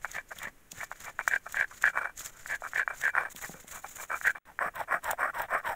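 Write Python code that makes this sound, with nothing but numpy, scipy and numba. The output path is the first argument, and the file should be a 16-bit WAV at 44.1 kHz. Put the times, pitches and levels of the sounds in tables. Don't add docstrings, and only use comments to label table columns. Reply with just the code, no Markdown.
import sys
import numpy as np
from scipy import signal
from scipy.fft import rfft, irfft, next_fast_len
from scipy.io import wavfile
from scipy.ndimage import uniform_filter1d, map_coordinates
from numba import njit

SR = 44100
rng = np.random.default_rng(int(sys.argv[2]) if len(sys.argv) > 2 else 0)


def bounce(signal):
    frames = np.transpose(np.atleast_2d(signal))
    limited = np.clip(frames, -1, 1)
    pcm = np.round(limited * 32767).astype(np.int16)
    wavfile.write(sys.argv[1], SR, pcm)


N = 253575

# t/s, level/dB, contact tone f/Hz
KNOCKS = [(0.045, -15.5, 1440), (0.317, -26, 1050), (0.804, -26, 1670), (0.831, -24, 1020),
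          (0.914, -21, 1100), (1.19, -13.5, 1490), (1.276, -6.5, 1610), (1.543, -18.5, 1580),
          (1.839, -6, 1800), (1.876, -14.5, 1640), (1.973, -8.5, 1510), (2.055, -16.5, 1430),
          (2.459, -24, 1790), (2.62, -26.5, 684), (2.65, -24, 1320), (2.733, -21, 1550), (2.794, -16, 1630),
          (2.876, -11.5, 1440), (3.079, -13.5, 1720), (3.151, -14, 1550), (3.165, -13.5, 1660),
          (3.176, -10.5, 1580), (3.181, -7.5, 1570), (3.445, -27.5, 2040), (3.843, -27, 900),
          (4.102, -20, 1410), (4.212, -22.5, 1710), (4.25, -17, 1680), (4.589, -14, 1610),
          (4.812, -18, 760), (4.91, -17.5, 1910), (4.945, -14.5, 1790), (5.105, -16.5, 1010),
          (5.131, -18.5, 630)]
# t/s, level/dB, f/Hz
SNAPS = [(0.1155, -25, 6400), (0.387, -25, 3370), (0.4317, -24.5, 6850), (0.7187, -23.5, 6100),
         (1.0038, -30, 6200), (1.2804, -17.5, 6600), (1.5244, -24.5, 7550), (1.8238, -20, 6100),
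         (2.1773, -26, 7000), (2.194, -25, 6660), (2.2612, -23.5, 6950), (3.015, -24, 6570),
         (3.3623, -20.5, 3440), (3.68, -30, 7560), (4.7576, -31, 13600), (5.0432, -24.5, 8500),
         (5.1114, -17.5, 8600), (5.4193, -28, 14200)]
# t/s, level/dB
BUMPS = [(0.471, -48), (0.73, -52), (3.348, -51), (3.495, -41), (3.544, -46.5), (3.645, -51), (4.66, -45),
         (4.945, -45)]
# f/Hz, level/dB, t60/s
SLAB_MODES = [(725, -11, 0.054), (840, -23, 0.11), (1150, -3, 0.031), (1410, -36, .04), (1613, -6.5, 0.03),
              (1780, -15, 0.038), (1990, -9, 0.039), (2357, 3, 0.052)]
# f/Hz, level/dB
BARE_STONE = [(150, -25.5), (260, -26), (400, -15.5), (650, -4.5), (920, -5), (1250, -0.5), (1600, -0.5),
              (1900, -7.5), (2120, -23.5), (2330, -4.5), (2750, -31.5), (3700, -36.5), (4700, -37),
              (16000, -38)]
# f/Hz, level/dB
COATED_STONE = [(150, -23.5), (330, -16.5), (480, -9.5), (650, 3), (1080, -3), (1500, 3), (1880, 2),
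                (2100, -10), (2350, -8), (2650, -23), (3500, -33), (4500, -63), (16000, -59)]
# f/Hz, level/dB
JUICE = [(2350, -23), (4000, -11.5), (4820, -25), (6470, -3), (6860, 1), (7700, -3.5), (8450, -10.5),
         (10500, -13.5), (12300, -11.5), (14800, -9), (16000, -6.5)]
# f/Hz, level/dB
FIBRES = [(150, 6), (330, -6), (650, 3), (900, -1), (1450, 8), (2000, 7.5), (2650, -1), (3800, -4),
          (5000, -30), (8000, -25)]
# f/Hz, level/dB
PASTE = [(3000, -19.5), (4500, -15), (5500, -1), (6500, -15), (7500, -2.5), (8500, 0.5), (9900, -21),
         (11000, -2.5), (12000, -8), (14200, -3), (15600, -3)]
# f/Hz, level/dB
GROUND = [(50, -23), (170, 10.5), (330, -0.5), (800, 0.5), (1500, -22), (4000, -60)]
# f/Hz, level/dB
AIR = [(20, 26.5), (45, 13.5), (110, 8.5), (260, 6), (900, -1), (1800, 1.5), (2600, -4.5), (4700, -14.5),
       (6800, -6), (9000, -10), (15500, -9)]
# f/Hz, half bandwidth of each of two passes/Hz, level/dB
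STONE_MODES = [(5160, 510, -11.5), (8360, 430, 2.5), (10640, 360, -5)]
# start t/s, end t/s
PAUSE_S = (4.386, 4.452)
# t/s, level/dB; bubble pitch rises with it
TOP_TREBLE = [(0, -11), (2.2, -10), (3.2, -1.5), (4.2, 2.5), (5.7, 4.5)]
# crest t/s, length/s, stone level/dB, juice level/dB
PUSHES = [(0.17, 0.097, -35.5, -50), (0.448, 0.11, -38, -53.5), (0.822, 0.068, -38, -46.5),
          (1.081, 0.079, -41, -48), (1.337, .09, -25.5, -47), (1.599, 0.12, -26, -48.5),
          (1.868, 0.093, -23.5, -48), (2.255, 0.17, -56.5, -40.5), (2.525, .10, -31, -45.5),
          (2.788, 0.11, -27, -48), (3.06, .11, -26, -46), (3.445, .06, -40, -43), (3.759, .11, -46, -44),
          (4.013, 0.096, -43.5, -43), (4.278, 0.091, -23, -43.5)]
# crest t/s, length/s, stone level/dB, juice level/dB, contact tone f/Hz
PULLS = [(0.052, .022, -37.5, -53.5, 2230), (0.314, 0.037, -39.5, -54, 1600),
         (0.921, 0.019, -44, -56, 2180), (1.201, .034, -35.5, -56.5, 2140), (1.465, .035, -39, -53.5, 1300),
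         (1.714, 0.029, -45.5, -55.5, 1090), (1.985, 0.2, -32.5, -58.5, 1440),
         (2.361, .12, -58, -53.5, 1390), (2.645, 0.067, -37.5, -52, 1290), (2.908, 0.074, -37, -57.5, 1440),
         (3.18, .175, -31.5, -63, 1514), (3.554, .1, -53.5, -52.5, 527), (3.846, 0.038, -41.5, -54.5, 776),
         (4.122, .10, -31.5, -50, 1330), (4.361, 0.042, -40, -71, 1610)]
# crest t/s, length/s, stone level/dB
PASTE_STROKES = [(4.495, 0.092, -52.5), (4.646, .115, -29), (4.795, 0.12, -35.5), (4.935, 0.13, -28),
                 (5.087, 0.14, -32.5), (5.243, 0.15, -28), (5.399, .145, -33), (5.55, 0.14, -28),
                 (5.695, 0.14, -32)]
# contact tone f/Hz, glide as share of pitch, tone share 0-1,
# juice re stone level/dB, tearing re juice level/dB before TEAR_TRIM_DB
PASTE_WAYS = [(880, -.5, .36, -17.5, 3), (1102, 0.32, 0.19, -26, -4)]
# crest t/s, rise/s, fall/s, level/dB
SQUELCHES = [(1.775, 0.077, 0.045, -53), (2.99, 0.065, .022, -50.5), (3.319, 0.025, 0.017, -44.5),
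             (3.5, .05, 0.054, -46.5), (3.897, 0.051, 0.057, -48)]
# f/Hz, level re KNOCKS/dB, t60/s
FREE_RING = (2335, -28, .13)
# delay after stone crest/s, rise/s, fall/s, tearing level/dB before TEAR_TRIM_DB
PUSH_JUICE, PULL_JUICE = (-.009, 0.0982, 0.0686, -53), (.014, .075, .11, -61.5)

TOP_HZ = 15650
PUSH_RISE, PULL_RISE, PASTE_RISE = .47, .3, .5
PUSH_SWELL, PULL_SWELL, PASTE_SWELL = 1.67, 1.36, 1.33
FIRM_DB, FIRM_HZ, FIRM_SHARE = -26, 1640, 0.92
LIGHT_HZ_PER_DB, LIGHT_SHARE_PER_DB = 10, .012
SING_DB = -41.5
PUSH_GLIDE, PULL_GLIDE = -0.12, 0.088
PULL_SHARE = .27
SQUELCH_TEAR_DB = -13.5
TEAR_TRIM_DB = 4.0
PAUSE_DB = -28


def amp(db):
    return 10 ** (np.asarray(db) / 20)


def unit(x):
    return x / np.sqrt(np.mean(x ** 2) + 1e-20)


def add(track, t_s, sound):
    i = round(t_s * SR)
    start = max(i, 0)
    part = sound[max(-i, 0):max(N - i, 0)]
    track[start:start + len(part)] += part


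def along(points, hz):
    f_hz, db = np.transpose(points)
    return amp(np.interp(np.log(hz + 1), np.log(f_hz), db))


def response(points, size=2048):
    cepstrum = irfft(np.log(along(points, np.fft.rfftfreq(size, 1 / SR))))
    cepstrum[1:size // 2] *= 2
    cepstrum[size // 2 + 1:] = 0
    h = irfft(np.exp(rfft(cepstrum)))
    return h / np.linalg.norm(h)


def through(x, h):
    return signal.fftconvolve(x, h)[:len(x)]


@njit
def resonate(x, hz, q):
    y, low, band = np.zeros(len(x)), 0., 0.
    for i in range(len(x)):
        g = np.tan(np.pi * hz[i] / SR)
        y[i] = (band + g * (x[i] - low)) / (1 + g * (g + 1 / q))
        band = 2 * y[i] - band
        low += 2 * g * y[i]
    return y


def ring(x, hz, q):
    return resonate(x, np.full(len(x), float(hz)), float(q)) / q


def swing(rise_s, fall_s, power):
    t = np.arange(round((rise_s + fall_s + .02) * SR)) / SR
    progress = np.interp(t, [0, rise_s, rise_s + fall_s], [0, .5, 1])
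    return np.abs(np.sin(np.pi * progress)) ** power


def grains(n, rate_hz, spread_db):
    sizes = amp(spread_db * np.clip(rng.standard_normal(n), -2, 2))
    return (rng.random(n) < rate_hz / SR) * sizes * rng.choice([-1, 1], n)


def judder(n, rate_hz, depth_db):
    knots = rng.standard_normal(int(n * rate_hz / SR) + 4)
    wander = map_coordinates(knots, [np.arange(n) * rate_hz / SR])
    return amp(depth_db * np.tanh(wander))


def played(x, level):
    return unit(x * level) * np.sqrt(np.mean(level ** 2))


def open_air():
    spectrum = rfft(rng.standard_normal(N)) * along(AIR, np.fft.rfftfreq(N, 1 / SR))
    return amp(-58) * unit(irfft(spectrum, N))


def squeezes():
    for table, (delay_s, rise_s, fall_s, tear_db) in ((PUSHES, PUSH_JUICE), (PULLS, PULL_JUICE)):
        for crest_s, _, _, juice_db, *_ in table:
            yield crest_s + delay_s, rise_s, fall_s, juice_db, tear_db - juice_db
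    for k, (crest_s, length_s, stone_db) in enumerate(PASTE_STROKES):
        *_, juice_db, tear_db = PASTE_WAYS[k % 2]
        yield crest_s, length_s / 2, length_s / 2, stone_db + juice_db, tear_db
    for row in SQUELCHES:
        yield *row, SQUELCH_TEAR_DB


def bubbles(n, rate_hz, centre_hz, cycles):
    count = max(int(rate_hz * n / SR), 1)
    pitch, size = rng.standard_normal((count, 2)).T[:, :, None]
    age = np.arange(SR // 150)
    phase = np.minimum(centre_hz * np.exp(.22 * pitch), TOP_HZ) * age / SR
    strength = amp(4.5 * np.clip(size, -2, 2))
    pings = strength * np.sin(2 * np.pi * phase) * amp(-60 * phase / cycles)
    at = rng.integers(0, n, (count, 1)) + age
    return np.bincount(at.ravel(), pings.ravel(), n)[:n]


def squishing():
    out = np.zeros(N)
    juice, paste, fibres = response(JUICE), response(PASTE), response(FIBRES)
    for crest_s, rise_s, fall_s, db, tear_db in squeezes():
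        level = swing(rise_s, fall_s, power=1.27)
        n = len(level)
        pressure = judder(n, rate_hz=71.0, depth_db=6.0)
        fizz = grains(n, rate_hz=9000, spread_db=8.0) * pressure
        if crest_s < PAUSE_S[0]:
            bubble_hz = 7500 + 110 * np.interp(crest_s, *np.transpose(TOP_TREBLE))
            pings = bubbles(n, rate_hz=1100, centre_hz=bubble_hz, cycles=32)
            fizz = unit(through(fizz, juice)) + amp(-9.5) * unit(pings * pressure)
        else:
            fizz = through(fizz, paste)
        tear_grit = grains(n, rate_hz=4500, spread_db=4.5) * pressure
        tear = through(tear_grit * judder(n, rate_hz=151.4, depth_db=5.5), fibres)
        wet = played(fizz, level) + amp(tear_db + TEAR_TRIM_DB) * played(tear, level)
        add(out, crest_s - rise_s, amp(db) * wet)
    return out


def yard(x):
    t = np.arange(SR // 3) / SR
    tail = rng.standard_normal(len(t)) * amp(-60 * t / 0.12) * (1 - np.exp(-t / 0.0014))
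    return through(x, tail / np.linalg.norm(tail))


def stroke(crest_s, length_s, rise_share, db, hz, glide, share, swell):
    rise_s = length_s * rise_share
    from_hz, to_hz = hz * (1 - glide / 2), hz * (1 + glide / 2)
    return crest_s, rise_s, length_s - rise_s, db, from_hz, to_hz, share, swell


def strokes():
    for crest_s, length_s, db, _ in PUSHES:
        lighter_db = FIRM_DB - db
        hz = FIRM_HZ + LIGHT_HZ_PER_DB * lighter_db
        share = (FIRM_SHARE - LIGHT_SHARE_PER_DB * lighter_db) / (1 + np.exp(SING_DB - db))
        yield stroke(crest_s, length_s, PUSH_RISE, db, hz, PUSH_GLIDE, share, PUSH_SWELL)
    for crest_s, length_s, db, _, hz in PULLS:
        yield stroke(crest_s, length_s, PULL_RISE, db, hz, PULL_GLIDE, PULL_SHARE, PULL_SWELL)
    for k, (crest_s, length_s, db) in enumerate(PASTE_STROKES):
        hz, glide, share, _, _ = PASTE_WAYS[k % 2]
        yield stroke(crest_s, length_s, PASTE_RISE, db, hz, glide, share, PASTE_SWELL)


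def stone_overtones(grit):
    out = np.zeros(len(grit))
    for hz, half_width_hz, db in STONE_MODES:
        q = hz / half_width_hz / 2
        out += amp(db) * ring(ring(grit, hz, q), hz, q)
    return out


def grinding():
    out = np.zeros(N)
    bare, coated = response(BARE_STONE), response(COATED_STONE)
    for crest_s, rise_s, fall_s, db, from_hz, to_hz, share, swell in strokes():
        level = swing(rise_s, fall_s, swell)
        n = len(level)
        if crest_s < PAUSE_S[0]:
            body = bare
            grit = grains(n, rate_hz=2000, spread_db=4.5) * judder(n, rate_hz=201.2, depth_db=5.5)
        else:
            body = coated
            grit = grains(n, rate_hz=1500, spread_db=3.5) * judder(n, rate_hz=201.0, depth_db=2)
            grit = grit * judder(n, rate_hz=67.4, depth_db=3.5)
        contact_hz = np.interp(np.arange(n) / SR, [0, rise_s + fall_s], [from_hz, to_hz])
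        tone = resonate(resonate(grit, contact_hz, 4.8), contact_hz, 4.8)
        broad = through(grit, body)
        rub = np.sqrt(share) * unit(tone) + np.sqrt(1 - share) * unit(broad)
        overtone_gain = amp(-27.5 - 7.6 * share)
        sound = played(rub, level) + overtone_gain * played(stone_overtones(grit), level)
        add(out, crest_s - rise_s, amp(db) * sound)
    return out


def knocks():
    out = np.zeros(N)
    body = response(COATED_STONE)
    for t_s, db, hz in KNOCKS:
        blow = ring(ring(body, hz, .8), hz, 1.1)
        add(out, t_s + 0.001092, amp(db - 1.5) * blow / np.abs(blow).max())
    return out


def slab_ring(x):
    t = np.arange(SR // 5) / SR
    h = sum(amp(db - 60 * t / t60_s) * np.sin(2 * np.pi * hz * t) for hz, db, t60_s in SLAB_MODES)
    return through(x, h / np.abs(rfft(h)).max())


def free_ring():
    out = np.zeros(N)
    t = np.arange(SR // 4) / SR
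    hz, ring_db, t60_s = FREE_RING
    note = np.sin(2 * np.pi * hz * t) * amp(ring_db - 60 * t / t60_s) * (1 - np.exp(-t / .001))
    for t_s, db, _ in KNOCKS:
        if t_s < PAUSE_S[0]:
            add(out, t_s + .002, amp(db) * note)
    return out


def snaps():
    out = np.zeros(N)
    t = np.arange(SR // 20) / SR
    wet = response([(800, -11), (2200, -7), (3500, 0.5), (4800, -12.0),
                    (7000, 1.5), (11000, -7.5), (15000, 3.5)])
    centre_s = .025
    from_centre_s = np.abs(t - centre_s)
    burst = np.exp(-from_centre_s / 0.00062) + amp(-9.5) * np.exp(-from_centre_s / 0.005)
    for t_s, db, hz in SNAPS:
        crack = through(rng.standard_normal(len(t)) * burst, wet)
        crack = crack + 2 * ring(crack, hz, 3.5)
        add(out, t_s - centre_s + 0.0007, amp(db) * crack / np.abs(crack).max())
    return out


def bumps():
    out = np.zeros(N)
    t = np.arange(SR // 10) / SR
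    soil = response(GROUND)
    for t_s, db in BUMPS:
        rattle = rng.standard_normal(len(t)) * amp(-60 * t / 0.18)
        push = (t == 0) + amp(-34.5) * rattle
        thud = through(push, soil)
        add(out, t_s, amp(db + 9.5) * thud / np.abs(thud).max())
    return out


def scene():
    t = np.arange(N) / SR
    spices = squishing() + snaps()
    treble_gain = amp(np.interp(t, *np.transpose(TOP_TREBLE)))
    spices = spices + (treble_gain - 1) * ring(spices, 17100, 0.97)
    stones = grinding() + knocks()
    ringing_db = np.where(t < PAUSE_S[0], 2.5, -2.5)
    work = stones + amp(ringing_db) * slab_ring(stones) + free_ring() + spices + bumps()
    outdoors = work + amp(-25.0) * yard(work) + open_air()
    in_pause = (t > PAUSE_S[0]) & (t < PAUSE_S[1])
    silent = uniform_filter1d(in_pause * 1., size=200)
    return (outdoors * amp(PAUSE_DB * silent))[None]


def record(dry):
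    size = next_fast_len(N + 4096)
    kept = np.fft.rfftfreq(size, 1 / SR) < TOP_HZ
    return irfft(rfft(dry, size) * kept, size)[:, :N]


dry = scene()
out = record(dry)
bounce(out)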